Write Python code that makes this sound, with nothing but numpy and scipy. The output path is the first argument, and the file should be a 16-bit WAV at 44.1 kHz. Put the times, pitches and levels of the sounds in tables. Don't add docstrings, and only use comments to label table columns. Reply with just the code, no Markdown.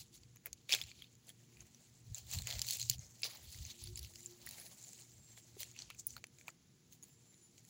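import sys
import numpy as np
from scipy import signal
from scipy.fft import rfft, irfft, next_fast_len
from scipy.io import wavfile
from scipy.ndimage import uniform_filter1d, map_coordinates

SR = 44100
rng = np.random.default_rng(int(sys.argv[2]) if len(sys.argv) > 2 else 0)


def generate_wav(sig):
    pcm = np.round(np.clip(np.atleast_2d(sig).T, -1, 1) * 32767).astype(np.int16)
    wavfile.write(sys.argv[1], SR, pcm)


N = 339129

# peak t/s, rise/s and fall/s (20 dB each), twigs level/dB, big leaves level/dB,
# big leaves f/Hz, small leaves level/dB, flakes level/dB, crumbs level/dB
PRESSES = [(0.0, .02, 0.052, -69, -51.5, 3920, -52.5, -57.5, -64),
           (0.151, .04, .05, -79, -61.5, 3900, -57.5, -67, -74),
           (0.466, .03, .03, -58.5, -64.5, 2500, -62, -71, -66),
           (0.6, 0.09, 0.095, -92.5, -73, 4600, -75.5, -97, -92),
           (0.698, 0.01, .08, -59.5, -39, 3020, -53, -53, -56.5),
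           (0.738, 0.037, .06, -49, -36.5, 3360, -43, -51, -51.5),
           (0.8, .06, .12, -67.5, -55.5, 3000, -57.5, -70, -67.5),
           (0.87, .1, 0.17, -80, -57, 3200, -65.5, -76.5, -78),
           (0.968, 0.017, .15, -86.5, -62, 3500, -88, -84.5, -85),
           (1.04, .2, .04, -84, -61, 3500, -89, -73.5, -84),
           (1.292, .1, 0.071, -75, -67.5, 3430, -70.5, -74, -75.5),
           (1.611, 0.35, .2, -77, -72.5, 2730, -71.5, -78, -83),
           (1.8, .2, 0.27, -84.5, -75.5, 3640, -71, -90, -87.5),
           (2.185, .1, 0.08, -71.5, -59.5, 4260, -57, -69, -64),
           (2.336, 0.073, .13, -59, -46.5, 3940, -46.5, -62.5, -54),
           (2.493, 0.06, .2, -59, -46, 3680, -52, -70.5, -58.5),
           (2.56, .1, .1, -58.5, -55, 4000, -52.5, -69, -62),
           (2.716, .1, 0.14, -64.5, -43, 4350, -43, -54.5, -50),
           (2.823, 0.16, .1, -79, -51.5, 4300, -48, -66, -61),
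           (2.907, .05, .05, -70, -45, 4200, -47.5, -55, -53.5),
           (3.06, .15, 0.18, -77, -73, 3930, -62, -77.5, -76.5),
           (3.24, .015, 0.092, -56.5, -42, 4200, -53, -55.5, -58),
           (3.289, 0.055, 0.15, -59.5, -52, 3850, -58, -62, -61),
           (3.52, .2, .4, -79, -57, 4800, -59.5, -65.5, -64.5),
           (3.714, .3, .045, -70, -56, 3700, -57.5, -72, -68.5),
           (3.79, 0.012, .25, -91, -55, 3700, -62, -69.5, -69.5),
           (3.872, 0.12, 0.096, -84, -59, 4260, -65.5, -65.5, -70.5),
           (3.981, 0.063, .03, -78, -55.5, 4500, -57.5, -61, -66.5),
           (4.043, .05, 0.065, -82, -56.5, 3900, -66.5, -63, -69),
           (4.24, .3, 0.24, -79, -66, 4300, -62, -70, -74.5),
           (4.477, .15, 0.33, -71, -59.5, 4200, -63.5, -70.5, -68.5),
           (4.603, 0.22, 0.27, -66, -62.5, 4380, -64.5, -61, -72),
           (4.849, .2, .4, -75.5, -68.5, 4180, -58, -71.5, -73.5),
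           (5.014, .3, .25, -75.5, -71.5, 4100, -60.5, -82.5, -75.5),
           (5.375, 0.23, .2, -79.5, -72.5, 3660, -69.5, -78, -77),
           (5.617, .045, 0.054, -64.5, -48.5, 4220, -48.5, -53, -56),
           (5.65, 0.056, .08, -69.5, -58, 3900, -59, -77.5, -70.5),
           (5.75, 0.083, 0.064, -83.5, -65.5, 2700, -67.5, -79, -82),
           (5.819, .08, 0.088, -68, -55, 4700, -55, -75, -83),
           (5.909, .03, 0.065, -70, -58, 2700, -70.5, -76, -80),
           (5.996, .03, 0.072, -85, -72, 4970, -54.5, -77.5, -72),
           (6.102, 0.052, 0.08, -78, -63.5, 4970, -54.5, -67, -73),
           (6.176, 0.037, 0.036, -67, -64, 4190, -73, -81, -69.5),
           (6.401, 0.11, 0.092, -79, -73, 3530, -66.5, -78.5, -77),
           (6.487, 0.046, .04, -66.5, -72.5, 3360, -63, -77.5, -80),
           (6.927, 0.054, .1, -82.5, -73.5, 3570, -70, -76.5, -72),
           (7.037, .04, 0.13, -79, -73.5, 3300, -69, -77.5, -71.5),
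           (7.583, .08, .08, -83, -75.5, 4180, -69, -78, -81),
           (7.688, .1, 0.12, -84, -72, 4240, -66, -72, -79)]
# t/s, big leaves level/dB
STIR = [(0, -84.5), (1.1, -83.5), (1.9, -78.5), (3.1, -74), (3.4, -73), (5.1, -74.5), (5.7, -75),
        (6.3, -87), (7, -84.5), (7.3, -79.5), (7.69, -83.5)]
STIR_MIX_DB = [-5.5, 0, 4.5, -8, -7]
# f/Hz, level/dB per Hz
PORT = [(180, -35), (330, -18.5), (480, -14), (923, -19), (1550, -14), (2280, -1), (3770, -6), (4310, -0.5),
        (5460, -6), (7260, 0), (8870, -15), (9980, -6), (13500, -16.5), (15400, -2), (16500, -19.5)]
# t/s, peak level/dB, first ring f/Hz, second ring f/Hz, second ring level/dB relative to the first,
# the crack's dull, crisp and fizzy level/dB, t60/s of the main decay
SNAPS = [(0.176, -54, 4400, 6900, -2, -10, -16, -27, 0.0086),
         (0.234, -50, 4540.0, 2540.0, -9, -23, 6, -21, 0.008),
         (0.3595, -46.5, 12400, 6200.0, 1, 0, -11, -8, 0.011),
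         (0.3695, -48, 6770, 4030.0, -15, -11, -15, -25, 0.0057),
         (0.4588, -24, 11600, 2200, -6, -17, -28, -4, 0.0027),
         (0.468, -38, 2040, 14600, -5, -7, -6, -11, 0.0042),
         (0.5299, -30, 6530, 4500.0, -14, -33, -3, -15, 0.0056),
         (0.693, -29.5, 3790.0, 2350.0, 1, -24, -5, -17, 0.0067),
         (0.7168, -27, 4460.0, 2480.0, -5, -12, -3, -17, 0.008),
         (0.7231, -16.5, 2510, 5260, -0.5, -31, 2, -21, 0.017),
         (0.7298, -16.5, 3330, 5580.0, -5, -26, -1, -21, 0.0027),
         (0.7378, -16, 3520, 2000, -18, -26, -7, -32, 0.006),
         (0.7483, -19.5, 6240, 2650.0, -4, -15, 1, -12, 0.004),
         (0.7544, -33, 2500, 4610.0, 0, -15, -6, -20, 0.008),
         (0.7854, -41, 3210.0, 5170.0, -1, -13, -3, -10, 0.008),
         (0.8146, -26.5, 3400, 14730.0, -13, -30, -3, -32, 0.0025),
         (0.8236, -38, 3730.0, 7100, -6, -28, -6, -14, 0.008),
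         (0.8375, -39, 7390.0, 4220, 2, -21, -1, -23, 0.008),
         (0.9152, -41, 2370, 4360, -1, -24, -16, -32, 0.008),
         (1.0215, -39, 3280, 2250, -10.5, -30, -24, -17, 0.0083),
         (1.0428, -47, 3600.0, 2520.0, -6, -22, -22, -32, 0.01),
         (1.153, -52.5, 7000, 4760.0, -14, -21, -13, -19, 0.008),
         (1.2698, -51, 7320.0, 15050.0, -8, -23, -15, -18, 0.008),
         (1.2922, -41, 10100, 3290.0, -4.5, -17.5, -6, -13.5, 0.0086),
         (1.3019, -48, 3300, 10080.0, -11, -22, -12, -21, 0.008),
         (1.5703, -51, 2410.0, 4610.0, -6.5, -20.5, -13.5, -25.5, 0.0089),
         (1.606, -43, 6480, 2540.0, -10, -27, -10, -33, 0.0095),
         (1.7464, -49, 5940.0, 3980, -21, -24, -11.5, -23, 0.008),
         (2.1462, -30, 7290, 3920.0, -14, -29, -27, -29, 0.0047),
         (2.1532, -37.5, 6480.0, 4110.0, -15, -29, -22, -30, 0.008),
         (2.1829, -38.5, 15600, 4700, -1, -18, -10, -11, 0.008),
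         (2.2685, -49, 7300, 4030.0, -4, -26, -6, -18, 0.0092),
         (2.3036, -42, 4610.0, 15500.0, -1, -21, 0, -7, 0.008),
         (2.3134, -31, 7200, 4290.0, -9, -21, -6, -9, 0.008),
         (2.3277, -35, 6800.0, 4600, -6, -25, -4, -11, 0.008),
         (2.336, -27.5, 7300, 15500, -1, -18, -10, -8, 0.008),
         (2.3481, -33, 7140, 2970.0, -10, -19, -5, -18, 0.0069),
         (2.3535, -36, 7340.0, 4930.0, -6, -11, -6, -17, 0.008),
         (2.387, -31, 4150, 2970, -7, -26, -6, -19, 0.008),
         (2.4205, -34.5, 7320.0, 3750.0, -4, -20, -3, -14, 0.008),
         (2.4716, -26, 6720.0, 2650.0, -17, -17, -5, -19, 0.008),
         (2.4805, -35.5, 2070, 3470.0, -5, -9, -4, -14, 0.008),
         (2.4906, -37, 15200.0, 4970.0, 0, -3, -5, -14, 0.008),
         (2.5032, -30, 4250, 7300, -3, -18, 2, -14, 0.008),
         (2.5101, -29, 4200, 15090.0, -6, -19, 6, -23, 0.008),
         (2.5255, -31, 3320.0, 7080.0, 3, -9, 7, -17, 0.008),
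         (2.5378, -37, 4390.0, 2390.0, -3, -1, -2, -17, 0.008),
         (2.5531, -37, 4310.0, 7260.0, -2, -20, 3, -17, 0.008),
         (2.5627, -38, 4330, 6240.0, -2, -23, -7, -24, 0.0086),
         (2.5851, -36, 15120.0, 5400, -1, -15, -4, -10, 0.008),
         (2.593, -27, 7530, 4550, -3, -28, 6.5, -14.5, 0.0059),
         (2.617, -20, 7110.0, 4870.0, -5, -27, 9.5, -5.5, 0.0089),
         (2.6234, -35, 6070.0, 2970.0, -6, -22, -5, -8, 0.008),
         (2.6465, -39, 6550.0, 2410, -4, -19, 0, -22, 0.008),
         (2.6677, -33, 4350.0, 15460.0, 0, -24, -7, -15, 0.008),
         (2.6806, -32, 5750.0, 3960.0, -3, -21, 0, -10, 0.009),
         (2.6861, -27.5, 4560, 6840, -9, -27, -7, -16, 0.0094),
         (2.7006, -31, 4780.0, 7060.0, -5, -21, 1, -16, 0.0066),
         (2.7077, -21, 4350.0, 15200, -6, -45, -1, -9, 0.008),
         (2.7129, -29, 6370.0, 4000, -12, -35, -15, -19, 0.0063),
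         (2.7245, -29, 7240.0, 4370.0, 0, -25, 0, -15, 0.0068),
         (2.7328, -27.5, 6570.0, 9450, -2, -34, -3, -11, 0.008),
         (2.7476, -35, 6200.0, 4030.0, -6, -23, -2, -19, 0.0058),
         (2.7696, -32, 7150.0, 14710.0, -1, -18, -2, -2, 0.008),
         (2.7975, -30.5, 4230, 7640, -1, -34, -2, -11, 0.0089),
         (2.8058, -32, 7200, 4260.0, -2, -45, -12, -23, 0.0072),
         (2.8149, -25.5, 6460, 4200, -4, -47, -27, -33, 0.008),
         (2.8273, -30, 4650, 6850.0, 0, -34, 1, -28, 0.0062),
         (2.8353, -39, 4110.0, 6270.0, -1, -30, -7, -23, 0.008),
         (2.8978, -13, 7030, 15240, -3.5, -49, -1, -9, 0.011),
         (2.9127, -30, 4720.0, 6700.0, -2, -27, 4, -17, 0.0072),
         (2.9825, -46, 7100, 4480.0, -11, -24, -16, -26, 0.008),
         (2.9931, -39.5, 6450, 4460.0, -19, -37, -27, -35, 0.0047),
         (3.2194, -38.5, 2610.0, 10850.0, 7, -27, 2, -4, 0.0099),
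         (3.2323, -25, 5000, 2710.0, -6.5, -28, 3, -42, 0.023),
         (3.2424, -28, 4840, 2820, -11, -28, -8, -14, 0.008),
         (3.2519, -30.5, 3970, 6270.0, -5, -0.5, -30, -24, 0.0097),
         (3.2595, -38, 4050.0, 7240.0, 0, -17, -2, -11, 0.008),
         (3.2666, -38, 15610.0, 6180.0, -3, -22, -5, -14, 0.008),
         (3.3335, -47, 5430.0, 3570.0, -6, -18, 1, -11, 0.008),
         (3.3718, -43, 7110.0, 2880, -9, -25, -10, -14, 0.008),
         (3.5166, -46, 5100, 10550.0, -4, -22, -8, -21, 0.007),
         (3.5263, -45, 10600, 14990.0, -5, -25, -15, -20, 0.0086),
         (3.5873, -43, 7050, 4030.0, -6, -21, 2, -21, 0.008),
         (3.651, -36.5, 6260, 4050.0, -14, -27, -9, -27, 0.008),
         (3.6652, -40.5, 6800.0, 15070.0, -8, -28, -4, -16, 0.0043),
         (3.7017, -39, 6220.0, 3620.0, 5, -19, -11, -15, 0.008),
         (3.8266, -54, 7060.0, 4110.0, -5, -19, -3, -20, 0.008),
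         (3.8388, -36.5, 10900, 4650.0, -12, -36, -10, -30, 0.012),
         (3.858, -47, 4650.0, 6700, 0, -29, -6, -21, 0.008),
         (3.8729, -42, 4540.0, 2730.0, -8, -18, 1, -21, 0.0092),
         (3.9576, -34.5, 7280.0, 3850.0, -24, -28, -21, -33, 0.0068),
         (3.9743, -34, 5230.0, 11200, -3, -24, 0, -20, 0.0094),
         (3.9918, -32, 10920, 4550, -2, -42, 4, -10, 0.008),
         (4.0291, -38, 3940.0, 5700, -2, -27, -3, -5, 0.008),
         (4.0474, -40.5, 2700, 5400.0, -4, -25, -1, -15, 0.008),
         (4.0735, -48, 15500.0, 7560.0, 1, -12, -10, -13, 0.008),
         (4.1368, -48, 6800, 4160.0, -7, -15, -10, -14, 0.008),
         (4.1564, -39, 4740, 7120, -6, -24, 11, -14, 0.013),
         (4.206, -43.5, 7200, 4110.0, -16, -30, -13.5, -27, 0.007),
         (4.2307, -46, 7300, 4030.0, -17, -29, -20, -27, 0.0065),
         (4.2599, -32, 7300, 10300, -20, -34, -31, -35, 0.0036),
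         (4.4641, -35, 9690.0, 4140, -13, -22, -12, -7, 0.008),
         (4.4723, -39, 1920, 15500, -11, -12, -14, -28, 0.011),
         (4.4897, -32.5, 4590.0, 7300.0, -2, -20, -10, -7, 0.0071),
         (4.5097, -36.5, 9540, 3980.0, -4, -25, -5, -13, 0.012),
         (4.5835, -43, 8180.0, 2150.0, -8, -15, -7, -21, 0.0069),
         (4.5993, -40, 10250.0, 5150.0, -3, -19, -11, -20, 0.0073),
         (4.6136, -44, 10830.0, 4240.0, -6, -15, -10, -18, 0.008),
         (4.6646, -46, 4410.0, 7000, -3, -11, 0, -24, 0.0074),
         (4.7149, -50, 6850.0, 10510.0, -5, -2, -8, -15, 0.008),
         (4.8402, -40, 7260, 4160.0, -16, -30, -16, -26, 0.0052),
         (4.846, -45, 7240.0, 4500.0, -13, -24, -8, -26, 0.0067),
         (4.8799, -49, 6570.0, 15550.0, -17, -28, -16, -30, 0.0073),
         (4.9317, -42, 7300, 5040.0, -11, -26, -18, -15, 0.0099),
         (5.0209, -46, 6800, 4100, -13, -23, -14, -30, 0.0065),
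         (5.3756, -47, 2230, 6720.0, -1, -1, -2, -8, 0.0073),
         (5.567, -49.5, 400, 740, -15, -13, -34, -34, 0.037),
         (5.6056, -33, 7540, 14880.0, -1, -32, -14, -7, 0.008),
         (5.6133, -35, 15460.0, 7240.0, -6, -24, -5, -10, 0.008),
         (5.6313, -31, 6030, 8590.0, 1, -16, 4, -22, 0.0078),
         (5.714, -45, 6700, 4110.0, -15, -35, -17, -20, 0.0052),
         (5.7639, -45, 2670.0, 6290.0, -9, -31, -11, -20, 0.008),
         (5.7899, -35, 5900, 4220, -9, -33, -3, -38, 0.0057),
         (5.8015, -42, 5900, 4090.0, -7, -21, -3, -32, 0.008),
         (5.8203, -36, 4310, 7700, -11, -40, 5, -29, 0.008),
         (5.9022, -35.5, 1240, 2710.0, -2, -5, 3, -11, 0.008),
         (5.9086, -44.5, 2550, 1380.0, 0, -3, -3, -31, 0.008),
         (5.9475, -48, 2500.0, 6400.0, -4, -17, -14, -10, 0.008),
         (5.9962, -40, 7100, 4310.0, -15, -34, -20, -17, 0.0063),
         (6.0687, -20.5, 15120.0, 9990.0, -1.5, -49, -33, -10, 0.0046),
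         (6.1057, -41, 6040, 9150.0, -11, -35, -14, -30, 0.0085),
         (6.138, -51, 6550.0, 2950.0, -2, -12, -3, -23, 0.0077),
         (6.1657, -36, 1390, 4280, -1.5, -5, -14, -11, 0.011),
         (6.1793, -46, 4500, 1460.0, -12, -7, -15, -24, 0.008),
         (6.2409, -32.5, 2620, 6090.0, 1, -2, 2, -14, 0.0052),
         (6.2682, -48, 10270.0, 7240.0, -5.5, -23, -5, -21, 0.008),
         (6.3857, -49, 6870, 2380, -8, -12.5, -3, -28, 0.0073),
         (6.4114, -48, 2290, 6330.0, -6, -8, -7, -22, 0.0067),
         (6.4732, -49, 6550, 15270.0, -15, -16, -15, -21, 0.008),
         (6.4812, -32.5, 2370, 1090, -15, -4, -8, -19, 0.008),
         (6.4893, -47, 1320, 1870.0, -6, -5, -17, -32, 0.0092),
         (6.5025, -47, 6930, 4760, -8, -19.5, -15, -29, 0.008),
         (6.9246, -46, 6430, 15630, -6.5, -26, -17, -18, 0.008),
         (6.931, -47, 6400.0, 15610.0, -7, -20, -18, -19, 0.008),
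         (7.0266, -46, 6600, 15400.0, -10, -25, -20.5, -21, 0.015),
         (7.033, -43, 6900, 10900, -13, -27, -19, -22, 0.008),
         (7.0392, -43.5, 10700, 6870, -3, -26, -14, -22, 0.01),
         (7.3423, -54, 7020.0, 4080, -1.5, -22, -0.5, -23, 0.0074),
         (7.5797, -48.5, 7200, 4570.0, -4, -18, -1.5, -17, 0.008),
         (7.6499, -50, 7040.0, 10140, -10, -20, -13, -21, 0.008)]
CRACK_HZ = [1000, 4700, 13000]
LESSER_DB, LESSER_SPREAD_DB, LESSER_CRACK_DB, LESSER_T60_S = 5, 2.5, [-22, -7, -16.5], 0.0073
CROWDING = 0.35
# f/Hz, level/dB per Hz
HOUSING = [(15, -45.5), (25, -35), (54, 8.5), (98, 10.5), (123, 6), (194, -9), (300, -30), (390, -38),
           (660, -120)]
# peak t/s, rise/s and fall/s (20 dB each), rumble level/dB
SHIFTS = [(0.0, .1, 0.39, -71), (0.26, 0.075, 0.25, -69), (0.54, 0.044, .09, -66), (0.83, .04, .06, -58),
          (1.03, 0.11, .03, -66), (1.14, 0.057, .25, -72.5), (1.62, 0.07, .1, -57.5), (1.95, .05, .2, -67),
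          (2.122, 0.05, .03, -48.5), (2.23, 0.03, 0.28, -58), (2.36, 0.043, 0.14, -41.5),
          (2.57, 0.053, .06, -45.5), (2.76, 0.045, .2, -63), (2.89, 0.083, 0.092, -56),
          (2.99, 0.12, 0.12, -56.5), (3.44, 0.099, 0.34, -62.5), (3.62, 0.087, 0.14, -49),
          (3.83, 0.019, 0.46, -54.5), (4.03, 0.13, 0.11, -56), (4.45, .04, 0.17, -63.5),
          (5.18, .08, .2, -68), (5.55, 0.086, .8, -73), (6.06, 0.54, 0.15, -72), (6.17, 0.16, 0.042, -71.5),
          (7.129, 0.17, .2, -73.5)]
HOLD_DB = -91
# t/s, level/dB before the soft attack, f/Hz, t60/s
THUMPS = [(2.096, -49, 53.8, 0.095), (2.341, -53, 96, 0.114), (2.523, -53, 118, 0.066),
          (2.9, -27.5, 120, 0.052), (2.988, -26.5, 113, 0.04), (3.474, -41.5, 74.4, 0.096),
          (3.592, -45, 77, 0.29), (3.819, -46, 68, 0.37)]
# t/s, length/s, f/Hz, level/dB, level/dB of the tone a fifth up (levels before the flicker)
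WHINES = [(5.123, 0.32, 7530, -69, -99), (7.08, 0.27, 7270, -76, -85.5), (7.33, 0.19, 7090, -75, -80)]
HUM_HZ = 117.6
# t/s, level/dB
HUM = [(0.0, -85), (0.3, -64), (0.45, -82), (0.86, -66), (0.92, -76), (1.61, -69.5), (1.69, -87),
       (2.27, -63), (2.31, -70), (2.4, -54), (2.63, -61), (3.0, -58), (3.04, -69), (3.41, -72.5),
       (3.64, -64), (3.79, -85), (4.07, -67), (4.11, -75.5), (4.77, -73.5), (6.17, -72.5), (6.34, -86),
       (7.5, -84.5), (7.56, -71.5), (7.69, -77)]
PARTIALS_DB = [-90, -87.5, -92]
# peak t/s, rise/s and fall/s (20 dB each), partial number, level/dB
PARTIAL_SWELLS = [(1.58, 0.21, 0.085, 3, -79.5), (1.71, .2, .35, 2, -74), (3.72, 0.045, 0.038, 3, -67),
                  (3.88, 0.11, 0.18, 3, -63), (3.9, 0.64, 0.18, 2, -74), (4.33, 0.21, 0.19, 3, -67),
                  (4.35, 0.37, 0.52, 2, -75.5), (4.99, 0.19, 0.36, 3, -81.5), (5.59, 0.19, .3, 3, -82),
                  (6.15, .6, .3, 2, -81)]
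# f/Hz, level/dB per Hz
AIR = [(18, -32), (30, -17), (135, 9), (350, -4), (409, -8), (467, -7.5), (519, -15), (1270, -19),
       (5590, -15.5), (7090, -11.5), (8760, -43), (10500, -16.5), (13400, -46.5), (15200, -18.5),
       (16500, -39.5)]
AIR_DB = -70
TOP_HZ = 15950


def rustle():
    (twig, leaf, little, flake, crumb), leaf_hz = litter()

    def near(hz):
        return hz * 2 ** (0.099 * wobble(20))

    twigs = 0.61 * grains(near(752), 0.31, count=3500, cycles=11, spread_db=2.0)
    twigs = twigs + 0.77 * rub(570, 2000)
    leaves = 0.53 * grains(leaf_hz, 0.25, count=6000, cycles=16, spread_db=2.5)
    leaves = leaves + 0.56 * rub(2900, 5500)
    small = 0.77 * grains(near(6980), 0.15, count=8000, cycles=16, spread_db=2.5)
    small = small + 0.48 * rub(5500, 8200)
    flakes = 0.71 * grains(near(10500), 0.1, count=8000, cycles=30, spread_db=4.0)
    flakes = flakes + 0.96 * rub(9000, 17000)
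    crumbs = 0.8 * grains(near(14600), 0.06, count=8000, cycles=30, spread_db=2.5)
    crumbs = crumbs + 0.7 * rub(12500, 17000)
    layers = twig * twigs + leaf * leaves + little * small + flake * flakes + crumb * crumbs
    return amp(2.2 * wobble(45)) * layers


def litter():
    power = amp(curves(STIR)[0] + np.array(STIR_MIX_DB)[:, None]) ** 2
    for s, rise, fall, twig_db, leaf_db, _, *fine_db in PRESSES:
        press = np.outer(amp([twig_db, leaf_db, *fine_db]), swell(s, rise, fall))
        power = power + press ** 2
    leaf_hz = curves([(row[0], row[5]) for row in PRESSES])[0]
    return np.sqrt(power), leaf_hz


def grains(centre_hz, octaves, count, cycles, spread_db):
    at, size = rng.random((count, 2)).T
    crowd = np.cumsum(amp(4.5 * wobble(60)))
    start = np.interp(at, crowd / crowd[-1], np.arange(N)).astype(int)
    hz = np.clip(centre_hz[start] * 2 ** (octaves * rng.standard_normal(count)), 300, 15900)
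    gain = amp(along(PORT, hz) - spread_db * np.log(size + 0.006)) * np.sqrt(hz)
    k = np.arange(int(10 * SR / np.median(hz)))
    turns = np.outer(hz / SR, k)
    envelope = np.exp(-np.log(1000) * turns / cycles) * (1 - np.exp(-turns))
    rings = gain[:, None] * envelope * np.sin(2 * np.pi * turns)
    landing = (start[:, None] + k).ravel()
    return unit(np.bincount(landing, rings.ravel(), minlength=N)[:N])


def rub(lo_hz, hi_hz):
    z = signal.stft(rng.standard_normal(N), nperseg=256)[2]
    patches = uniform_filter1d(rng.standard_normal(z.shape), size=4, axis=0)
    patches = uniform_filter1d(patches, size=8, axis=1)
    hiss = signal.istft(z * amp(3 * unit(patches)), nperseg=256)[1][:N]

    def band(hz):
        low_cut = 1 + (lo_hz / (hz + 1)) ** 10
        high_cut = 1 + (hz / hi_hz) ** 10
        return amp(along(PORT, hz)) / np.sqrt(low_cut * high_cut)

    return unit(filtered(hiss, band))


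def snaps():
    size, rows = 2048, [*SNAPS, *lesser_snaps(count=70)]
    out, t, hz = np.zeros(N + size), np.arange(size) / SR, np.fft.rfftfreq(size, 1 / SR)
    port_level = along(PORT, np.array(CRACK_HZ))
    attack = 1 - np.exp(-t / 0.00033)
    low_cut = np.sqrt(1 + (550 / (hz + 1)) ** 4)
    noises = rng.standard_normal((len(rows), size))
    for (s, db, hz1, hz2, db2, *tone, t60), noise in zip(rows, noises):
        bend = along(list(zip(CRACK_HZ, tone - port_level)), hz)
        colour = amp(along(PORT, hz) + bend) / low_cut
        crack = 1.67 * irfft(rfft(noise) * colour)
        ring = np.sin(2 * np.pi * hz1 * t) + amp(db2) * np.sin(2 * np.pi * hz2 * t)
        decay = amp(-60 * t / t60) + 0.131 * amp(-60 * t / 0.033)
        burst = attack * (crack + ring) * decay
        out[round(s * SR):][:size] += amp(db) * burst / np.abs(burst).max()
    return out[:N]


def lesser_snaps(count):
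    gain = np.linalg.norm(litter()[0], axis=0)
    crowd, r = np.cumsum(gain ** CROWDING), rng.standard_normal((count, 8))
    at = np.searchsorted(crowd / crowd[-1], rng.random(count))
    peak_db = 20 * np.log10(gain[at]) + LESSER_DB + LESSER_SPREAD_DB * r[:, 0]
    hz1 = 3900 * 2 ** (0.3 * r[:, 1])
    hz2 = 6900 * 2 ** (0.069 * r[:, 2])
    db2 = 4 + 6 * r[:, 3]
    crack_db = LESSER_CRACK_DB + 5 * r[:, 4:7]
    return np.column_stack([at / SR, peak_db, hz1, hz2, db2, crack_db, np.full(count, LESSER_T60_S)])


def handling():
    rumble = filtered(rng.standard_normal(N), lambda hz: amp(along(HOUSING, hz)))
    lumps = amp(3.1 * wobble(14)) * rumble
    grip = amp(HOLD_DB) + sum(amp(db) * swell(s, rise, fall) for s, rise, fall, db in SHIFTS)
    out, t = grip * unit(lumps), np.arange(SR // 4) / SR
    attack = 1 - np.exp(-t / 0.01)
    for s, db, hz, t60 in THUMPS:
        knock = amp(db - 60 * t / t60) * attack * np.sin(2 * np.pi * hz * t)
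        out[round(s * SR):][:len(t)] += knock
    return out


def whines():
    out, t = 0, np.arange(N) / SR
    for s, length, hz, db, upper_db in WHINES:
        turn = 2 * np.pi * np.cumsum(hz * (1 + 0.0063 * wobble(90))) / SR
        fade = np.sin(np.pi * np.clip((t - s) / length, 0, 1)) ** 0.51
        shape = fade * amp(4.5 * wobble(35))
        tones = amp(db) * np.sin(turn) + amp(upper_db) * np.sin(3 / 2 * turn)
        out = out + np.sqrt(2) * shape * tones
    return out


def hum():
    turn = 2 * np.pi * np.cumsum(HUM_HZ + 1.57 * wobble(8.3)) / SR
    gains = [amp(curves(HUM)[0])]
    for partial, rest_db in enumerate(PARTIALS_DB, start=2):
        swells = sum(amp(db) * swell(s, rise, fall)
                     for s, rise, fall, n, db in PARTIAL_SWELLS if n == partial)
        gains.append(amp(rest_db) + swells)
    return sum(np.sqrt(2) * gain * amp(3.6 * wobble(22)) * np.sin(partial * turn)
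               for partial, gain in enumerate(gains, start=1))


def air():
    bed = filtered(rng.standard_normal(N), lambda hz: amp(along(AIR, hz)))
    return amp(AIR_DB + 0.4 * wobble(1.3)) * unit(bed)


def swell(s, rise, fall):
    t = np.arange(N) / SR - s
    return amp(-20 * np.maximum(-t / rise, t / fall))


def wobble(rate):
    knots = rng.standard_normal(int(N * rate / SR) + 4)
    return map_coordinates(knots, [np.arange(N) * rate / SR])


def curves(rows):
    s, *cols = np.transpose(rows)
    return [np.interp(np.arange(N) / SR, s, c) for c in cols]


def along(points, hz):
    f, v = np.transpose(points)
    return np.interp(np.log(hz + 1), np.log(f + 1), v)


def filtered(x, response):
    m = next_fast_len(N + 8192)
    return irfft(rfft(x, m) * response(np.fft.rfftfreq(m, 1 / SR)), m)[..., :N]


def amp(db):
    return 10 ** (np.asarray(db) / 20)


def unit(x):
    return x / np.sqrt(np.mean(x ** 2) + 1e-20)


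def scene():
    return (rustle() + snaps() + handling() + hum() + whines() + air())[None]


def record(dry):
    return filtered(dry, lambda hz: hz < TOP_HZ)


dry = scene()
out = record(dry)
generate_wav(out)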